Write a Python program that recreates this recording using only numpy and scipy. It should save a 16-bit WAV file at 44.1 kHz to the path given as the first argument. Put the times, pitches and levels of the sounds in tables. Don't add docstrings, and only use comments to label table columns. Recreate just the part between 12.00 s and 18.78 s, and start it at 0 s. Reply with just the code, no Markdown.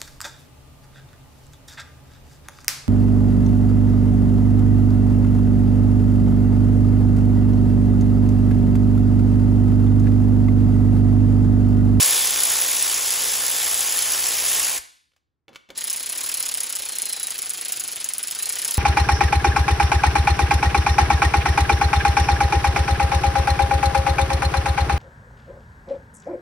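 import sys
import numpy as np
from scipy import signal
from scipy.fft import rfft, irfft
from scipy.io import wavfile
from scipy.ndimage import uniform_filter1d

SR = 44100
rng = np.random.default_rng(int(sys.argv[2]) if len(sys.argv) > 2 else 0)


def boost(x):
    u = np.asarray(x, float) / 20
    return 10 ** u


def materialize(psi):
    bounded = np.clip(np.atleast_2d(psi).T, -1, 1)
    quanta = np.round(bounded * 32767).astype(np.int16)
    wavfile.write(sys.argv[1], SR, quanta)


N = 298998

# start_s, level_db
HARD_CLACKS = [(0.3072, -13.5), (0.4339, -8), (0.6619, -18), (0.7098, -22.5), (0.825, -7.5), (1.4137, -21),
               (1.8068, -11.5), (2.1026, -17.5), (2.135, -13.5), (2.4628, -13.5), (3.899, -14),
               (3.929, -16), (3.9609, -20.5), (4.1754, -20), (4.341, -17), (4.5406, -14.5), (4.7526, -18),
               (4.9851, -16), (5.0195, -13.5), (5.23, -18.5), (5.2699, -16), (5.4944, -18), (5.683, -21.5),
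               (5.7214, -16), (5.7588, -30), (5.7967, -19), (6.0432, -14.5), (6.0886, -16.5),
               (6.1355, -16.5), (6.1818, -15), (6.3106, -17.5), (6.3495, -20.5), (6.4567, -16.5)]
FULL_SPEED_TURNS_PER_S = 61


def evened(x):
    return x / np.sqrt(np.mean(x ** 2) + 1e-20)


def drifting(count, size):
    return evened(uniform_filter1d(rng.standard_normal(count), size=size))


def read(points, hz):
    f, value = np.transpose(points)
    return np.interp(np.log(hz + 1), np.log(f + 1), value)


def colour(x, gain):
    spectrum = rfft(x) * gain(np.fft.rfftfreq(x.shape[-1], 1 / SR))
    return irfft(spectrum, x.shape[-1])


def add(mix, s, sound):
    part = mix[round(s * SR):][:len(sound)]
    part += sound[:len(part)]


def rings(modes, size):
    t = np.arange(size) / SR
    return np.array([boost(db - 60 * t / t60) * np.sin(2 * np.pi * hz * t) for hz, db, t60 in modes])


def patchy(x, depth_db):
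    z = signal.stft(x, nperseg=512)[2]
    field = rng.standard_normal(z.T.shape)
    field = uniform_filter1d(field, size=5, axis=0)
    field = uniform_filter1d(field, size=7, axis=1).T
    return signal.istft(z * boost(depth_db * evened(field)), nperseg=512)[1][:len(x)]


def hush():
    # freq_hz, gain_db
    hush_curve = [(18, -41.5), (30, -22.5), (76, -5), (189, -20.5), (290, -16.5), (600, -30.5), (1000, -32),
                  (2000, -37), (4000, -59.5)]
    level_db = -82.5
    return boost(level_db) * evened(colour(rng.standard_normal(N), lambda hz: boost(read(hush_curve, hz))))


def garage(x):
    # freq_hz, t60_s
    decay = [(200, .3), (1000, 0.44), (4000, 0.6), (9000, 0.37), (12000, 0.26), (15000, .2)]
    level_db = -14
    taps = np.zeros(SR)
    at = np.arange(300, SR - 20, 20)
    taps[at + rng.integers(0, 20, len(at))] = rng.choice([-1., 1.], len(at))
    hz, t, z = signal.stft(taps, SR, nperseg=256)
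    tail = signal.istft(z * boost(-60 * t / read(decay, hz)[:, None]), SR, nperseg=256)[1]
    return boost(level_db) * signal.fftconvolve(x, tail / np.linalg.norm(tail))[:N]


def scattered(heard):
    # freq_hz, gain_db
    unlike_curve = [(40, -4), (150, -3), (300, -7), (800, -8), (1400, -3), (1900, -7), (2400, -21),
                    (3500, -27), (7000, -28), (8000, -22), (15000, -21)]
    size, t60_s = SR // 2, .5
    smear = rng.standard_normal(size) * boost(-60 * np.arange(size) / SR / t60_s)
    copy = signal.oaconvolve(heard, smear / np.linalg.norm(smear))[:N]
    return colour(copy, lambda hz: boost(read(unlike_curve, hz)))


def stop_thud(out):
    start_s, pitch_hz, level_db, t60_s = 2.79, 62, -47, .1
    add(out, start_s, rings([(pitch_hz, level_db, t60_s)], size=6000)[0])


def scuff():
    # start_s, level_db, fade_db_per_s
    slides = [(3.479, -51.5, 170), (3.687, -46.5, 240)]
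    rise_s = 0.0099
    noise = evened(colour(rng.standard_normal(N), lambda hz:
                          hz / 250 / (1 + (hz / 250) ** 2) / (1 + (hz / 6000) ** 2)))
    envelope = np.zeros(N)
    for start_s, level_db, fade_db_per_s in slides:
        since_s = np.maximum(np.arange(N) / SR - start_s, 0)
        envelope += np.minimum(since_s / rise_s, 1) * boost(level_db - fade_db_per_s * since_s)
    return noise * envelope


def knocks():
    # start_s, level_db, low_ring_db, steel_ring_db
    hits = [(3.1184, -58, -21, -20), (3.1354, -57, -19, -21), (3.1633, -46, -27, -32),
            (3.1794, -61, -22, -20), (3.482, -42.5, -10, -8.5), (3.491, -43, -3, -17),
            (3.5305, -40, -13, -25), (3.5384, -44, -9, -18), (3.548, -33, -18, -25),
            (3.5585, -25, -27, -18.5), (3.6897, -39, -24, -22), (3.7032, -25.5, -10.5, -21)]
    # pitch_hz, level_db, t60_s
    socket_modes = [(548, -2, 0.057), (1050, -19, .02), (1445, 1, 0.03), (1960, -17, 0.018),
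                    (2270, 7, 0.032), (2700, 6, 0.019), (3030, 5.5, .025), (3450, 6, 0.023),
                    (4070, -1, .02)]
    out, t, modes = np.zeros(N), np.arange(6000) / SR, rings(socket_modes, size=6000)
    for start_s, level_db, low_db, ring_db in hits:
        crack = signal.lfilter([.5, -.5], [1, -1.5, .56], rng.standard_normal(len(t)))
        crack *= boost(-60 * t / 0.033) + boost(-10 - 60 * t / 0.086)
        crack = signal.lfilter([.5, .5], [1], crack)
        steel = rng.uniform(0.9, 1, len(socket_modes) - 1) @ modes[1:]
        add(out, start_s, boost(level_db) * (0.3 * crack + boost(ring_db) * steel + boost(low_db) * modes[0]))
    return out


def switching(t, shaft):
    tone_hz = 9800
    return np.sin(2 * np.pi * tone_hz * t + 4 * shaft)


def whistle(t, shaft):
    # start_s, end_s, motor_order, rms_db
    whistles = [(0, .85, 8, -44), (.87, 1.65, 8, -49), (3.76, 4.06, 18, -50), (4.12, 4.43, 16, -50),
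                (4.87, 5.05, 20, -46), (5.07, 5.27, 20, -43), (6.4, 6.455, 20, -42)]
    edge_db_per_s = 400
    out = np.zeros(len(t))
    for start_s, end_s, order, rms_db in whistles:
        outside_s = np.maximum(np.maximum(start_s - t, t - end_s), 0)
        out += boost(rms_db - edge_db_per_s * outside_s) * np.sqrt(2) * np.sin(order * shaft)
    return out


def whine(shaft, rate, level_db):
    # motor_order, level_db
    orders = [(1, -6), (3, -7.5), (4, 2), (8, 0.5)]
    slow_db_per_octave = 4
    patches_db = np.minimum(7 * drifting(len(shaft), 1800), 4)
    slow_db = slow_db_per_octave * np.log2(rate / FULL_SPEED_TURNS_PER_S)
    tone = sum(boost(db) * np.sin(k * shaft) for k, db in orders)
    return boost(level_db + patches_db + slow_db) * tone


def thump(turns):
    # crank_order, level_db
    orders = [(1, -14), (2, -11.5), (3, -13.5), (4, -14), (5, -11.5), (6, -9.5), (7, -21), (8, -4.5),
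              (9, -4), (10, -13), (11, -3.5), (12, -4), (13, -2), (14, -0.5), (15, -2), (16, -18.5),
              (17, 1.5), (18, -0.5)]
    wobble_turns = .018 * drifting(len(turns), 1500)
    return sum(boost(db) * np.cos(2 * np.pi * k * (turns + wobble_turns) + k * k) for k, db in orders)


def whirr(turns, swell_db, place_turns, head_db, boom_db, tilt_db_per_octave):
    # freq_hz, gain_db
    whirr_curve = [(30, -36), (65, -4.5), (150, -18.5), (400, -3), (1000, -1.5), (2400, 5), (5200, 6.5),
                   (7500, 7), (11000, 4.5), (15600, -3), (16200, -40.5)]
    head_hz, head_width_hz, boom_hz, boom_width_hz = 4150, 170, 135, 70
    ticks_per_s = 2500
    ticks = boost(4 * np.minimum(rng.exponential(1, len(turns)), 5))
    ticks *= rng.random(len(turns)) < ticks_per_s / SR
    ticks *= rng.choice([-1, 1], len(turns))
    rattle = 0.64 * evened(ticks) + rng.standard_normal(len(turns))
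    rattle *= boost(swell_db * np.cos(2 * np.pi * (turns - place_turns)))

    def gain(hz):
        gain_db = read(whirr_curve, hz) + tilt_db_per_octave * np.log2(np.maximum(hz / 4500, 1))
        gain_db += head_db / (1 + (2 * (hz - head_hz) / head_width_hz) ** 2)
        gain_db += boom_db / (1 + (2 * (hz - boom_hz) / boom_width_hz) ** 2)
        return boost(gain_db)

    sound = colour(patchy(rattle, depth_db=1.5), gain)
    band = colour(sound, lambda hz: (hz > 1500) * (hz < 4500))
    return sound / np.std(band)


def clacks(length, at, size_db):
    # pitch_hz, level_db, t60_s
    pawl_modes = [(2320, -25.5, 0.016), (3070, -13.5, 0.0084), (5170, -9, 0.016), (5510, -21, 0.0083),
                  (6470, -6.5, 0.0085), (6996, -0.5, 0.007), (8240, -5, 0.014), (9253, 9, 0.0077),
                  (10090, -1.5, 0.016), (10800, -3, 0.0091), (12060, 0, .005), (13810, -1.5, 0.0039),
                  (15050, -8.5, 0.01)]
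    hz, db, t60 = np.transpose(pawl_modes)[:, :, None]
    t, out = np.arange(500) / SR, np.zeros(length + SR)
    chance = rng.standard_normal((len(at), 3, len(pawl_modes), 1))
    for start, level_db, (detune, mix, late) in zip(at.astype(int), size_db, chance):
        sines = np.sin(2 * np.pi * hz * (1 + .022 * detune) * t)
        ring = (boost(db + 3 * mix - 60 * t / t60) * sines).sum(0)
        ring *= np.minimum(t / .0003, 1)
        ring *= 2 * boost(level_db) / abs(ring).max()
        bounce = start + int(SR * .0012 * (.5 + abs(late[0, 0])))
        again = bounce + int(SR * .0016 * (.5 + abs(late[1, 0])))
        for place, gain in [(start, 1), (bounce, 0.28), (again, 0.55)]:
            out[place:place + len(t)] += gain * ring
    return out[:length]


def pawl(t, turns, teeth):
    spread_db = 2.6
    place, db, scatter = np.transpose(teeth)
    whole = np.arange(np.ceil(turns[-1]) + 1)[:, None]
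    drift = rng.standard_normal((len(whole), len(teeth)))
    drift = evened(uniform_filter1d(drift, size=4, axis=0))
    at = np.interp(whole + place + scatter * drift, turns, np.arange(len(t)), -1, -1).ravel()
    size_db = (db + spread_db * rng.standard_normal(drift.shape)).ravel()
    gap_s = abs(t[0] + at[:, None] / SR - np.transpose(HARD_CLACKS)[0]).min(1)
    used = (gap_s > .003) & (at > 0)
    return evened(clacks(len(t), at[used], size_db[used]))


def ratchet(speed, first_turn, load, clack_db, teeth, bolt):
    whirr_db, whirr_db_per_octave = -32.5, 7.5
    clack_db_per_load_db, motor_turns_per_crank_turn = 1.5, 7.135
    start_s, brake_s, silent_db = 0.021, .018, -18
    swell_db, place_turns, thump_db, whine_db, head_db, boom_db, switch_db, tilt_db_per_octave = bolt

    t = np.arange(speed[0][0], speed[-1][0], 1 / SR)
    rate = uniform_filter1d(np.interp(t, *np.transpose(speed)), size=6000, mode="nearest")
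    turns = first_turn + np.cumsum(rate) / SR
    waver = 1 + .002 * drifting(len(t), 900)
    shaft = 2 * np.pi * np.cumsum(motor_turns_per_crank_turn * rate * waver) / SR
    load_db = np.interp(t, *np.transpose(load))

    off = np.clip(1 - (t - t[0]) / start_s, 0, 1) * (t[0] > 0)
    off += np.clip(1 - (t[-1] - t) / brake_s, 0, 1) * (t[-1] < N / SR - .1)
    ramp_db = silent_db * off
    level_db = whirr_db + whirr_db_per_octave * np.log2(rate / FULL_SPEED_TURNS_PER_S) + ramp_db

    body = whirr(turns, swell_db, place_turns, head_db, boom_db, tilt_db_per_octave)
    body += boost(thump_db) * thump(turns)
    body += whine(shaft, rate, whine_db)
    body += boost(switch_db) * switching(t, shaft)
    clatter = boost(clack_db + clack_db_per_load_db * load_db + ramp_db) * pawl(t, turns, teeth)
    tool = boost(level_db) * (boost(load_db) * body + clatter)
    return t[0], tool + boost(ramp_db) * whistle(t, shaft)


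def scene():
    # time_s, speed_turns_per_s
    speeds = [
        [(0, 60.5), (.12, 61.1), (.6, 61.3), (2.8, 60.8)],
        [(3.75, 31.48), (4.07, 31.87), (4.24, 37.58), (4.88, 29.94), (4.96, 29.89), (5.43, 25.77),
         (5.77, 26.94), (6.15, 20.63), (6.61, 33.69), (6.78, 31.37)],
    ]
    # time_s, load_db
    loads = [
        [(0, 6), (.1, 4.5), (.3, 0.5), (.5, 2.5), (.76, 1), (1, 0.5), (1.3, 0.3), (1.55, 0.4), (2.05, 0.5),
         (2.45, 0.7), (2.55, 2.7), (2.8, -2.5)],
        [(3.75, 0.5), (3.9, -0.4), (4.04, -1), (4.18, 0.3), (4.6, -0.44), (5.2, 0.7), (5.5, 0.8), (6.06, 2),
         (6.36, 1.74), (6.78, 1.5)],
    ]
    # place_turns, level_db, scatter_turns
    teeth_sets = [
        [(-.16, -6, .025), (-.04, 0, .025), (.1, -12, .04), (.22, -5, .025), (.5, -10, .04), (.68, -13, .04)],
        [(-.36, -13, .03), (-.24, -14, .03), (-.11, 0, .015), (.04, -3, .02), (.16, -8, .025), (.29, -12, .03),
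         (.45, -17, .04)],
    ]
    # whirr_swell_db, swell_place_turns, thump_db, whine_db,
    # head_resonance_db, low_boom_db, switching_db, whirr_tilt_db_per_octave (above 4500 Hz)
    bolts = [(1.5, 0.39, -17, -18, -3.5, 0.5, -68, 1), (4, 0.25, -25.5, -16.5, 0.5, 8.5, -8.5, -7)]
    first_turns = (.34, .03)
    clacks_db = (7, 10)

    near = knocks() + scuff()
    stop_thud(near)
    hard_s, hard_db = np.transpose(HARD_CLACKS)
    near += clacks(N, hard_s * SR, hard_db)
    for parts in zip(speeds, first_turns, loads, clacks_db, teeth_sets, bolts):
        add(near, *ratchet(*parts))
    heard = near + garage(near) + hush()
    unlike = scattered(heard)
    return np.array([heard + unlike, heard - unlike])


def roll_off(x):
    return signal.sosfilt(signal.butter(12, 17070, fs=SR, output="sos"), x)


def record(dry):
    # freq_hz, left_minus_right_db
    lean = [(60, 0), (140, -1), (330, -3.5), (500, -2), (770, 1.5), (1800, 1), (2500, 0)]
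    # freq_hz, left_lead_rad
    lead = [(7490, 0), (7750, -1.1), (8830, -3.03), (9120, -3.22), (10900, -6.1), (11600, -6.5),
            (12950, -9.2), (13600, -9.65), (14700, -12.3), (16600, -12.6)]
    edge_hz = 15720
    rounded = .9 * np.tanh(dry / .9)
    side = np.array([[.5], [-.5]])

    def port_gain(hz):
        edge = boost(-36 * np.clip((hz - edge_hz) / 250, 0, 1))
        return edge * boost(side * read(lean, hz)) * np.exp(1j * side * read(lead, hz))

    return roll_off(colour(rounded, port_gain))


dry = scene()
out = record(dry)
materialize(out)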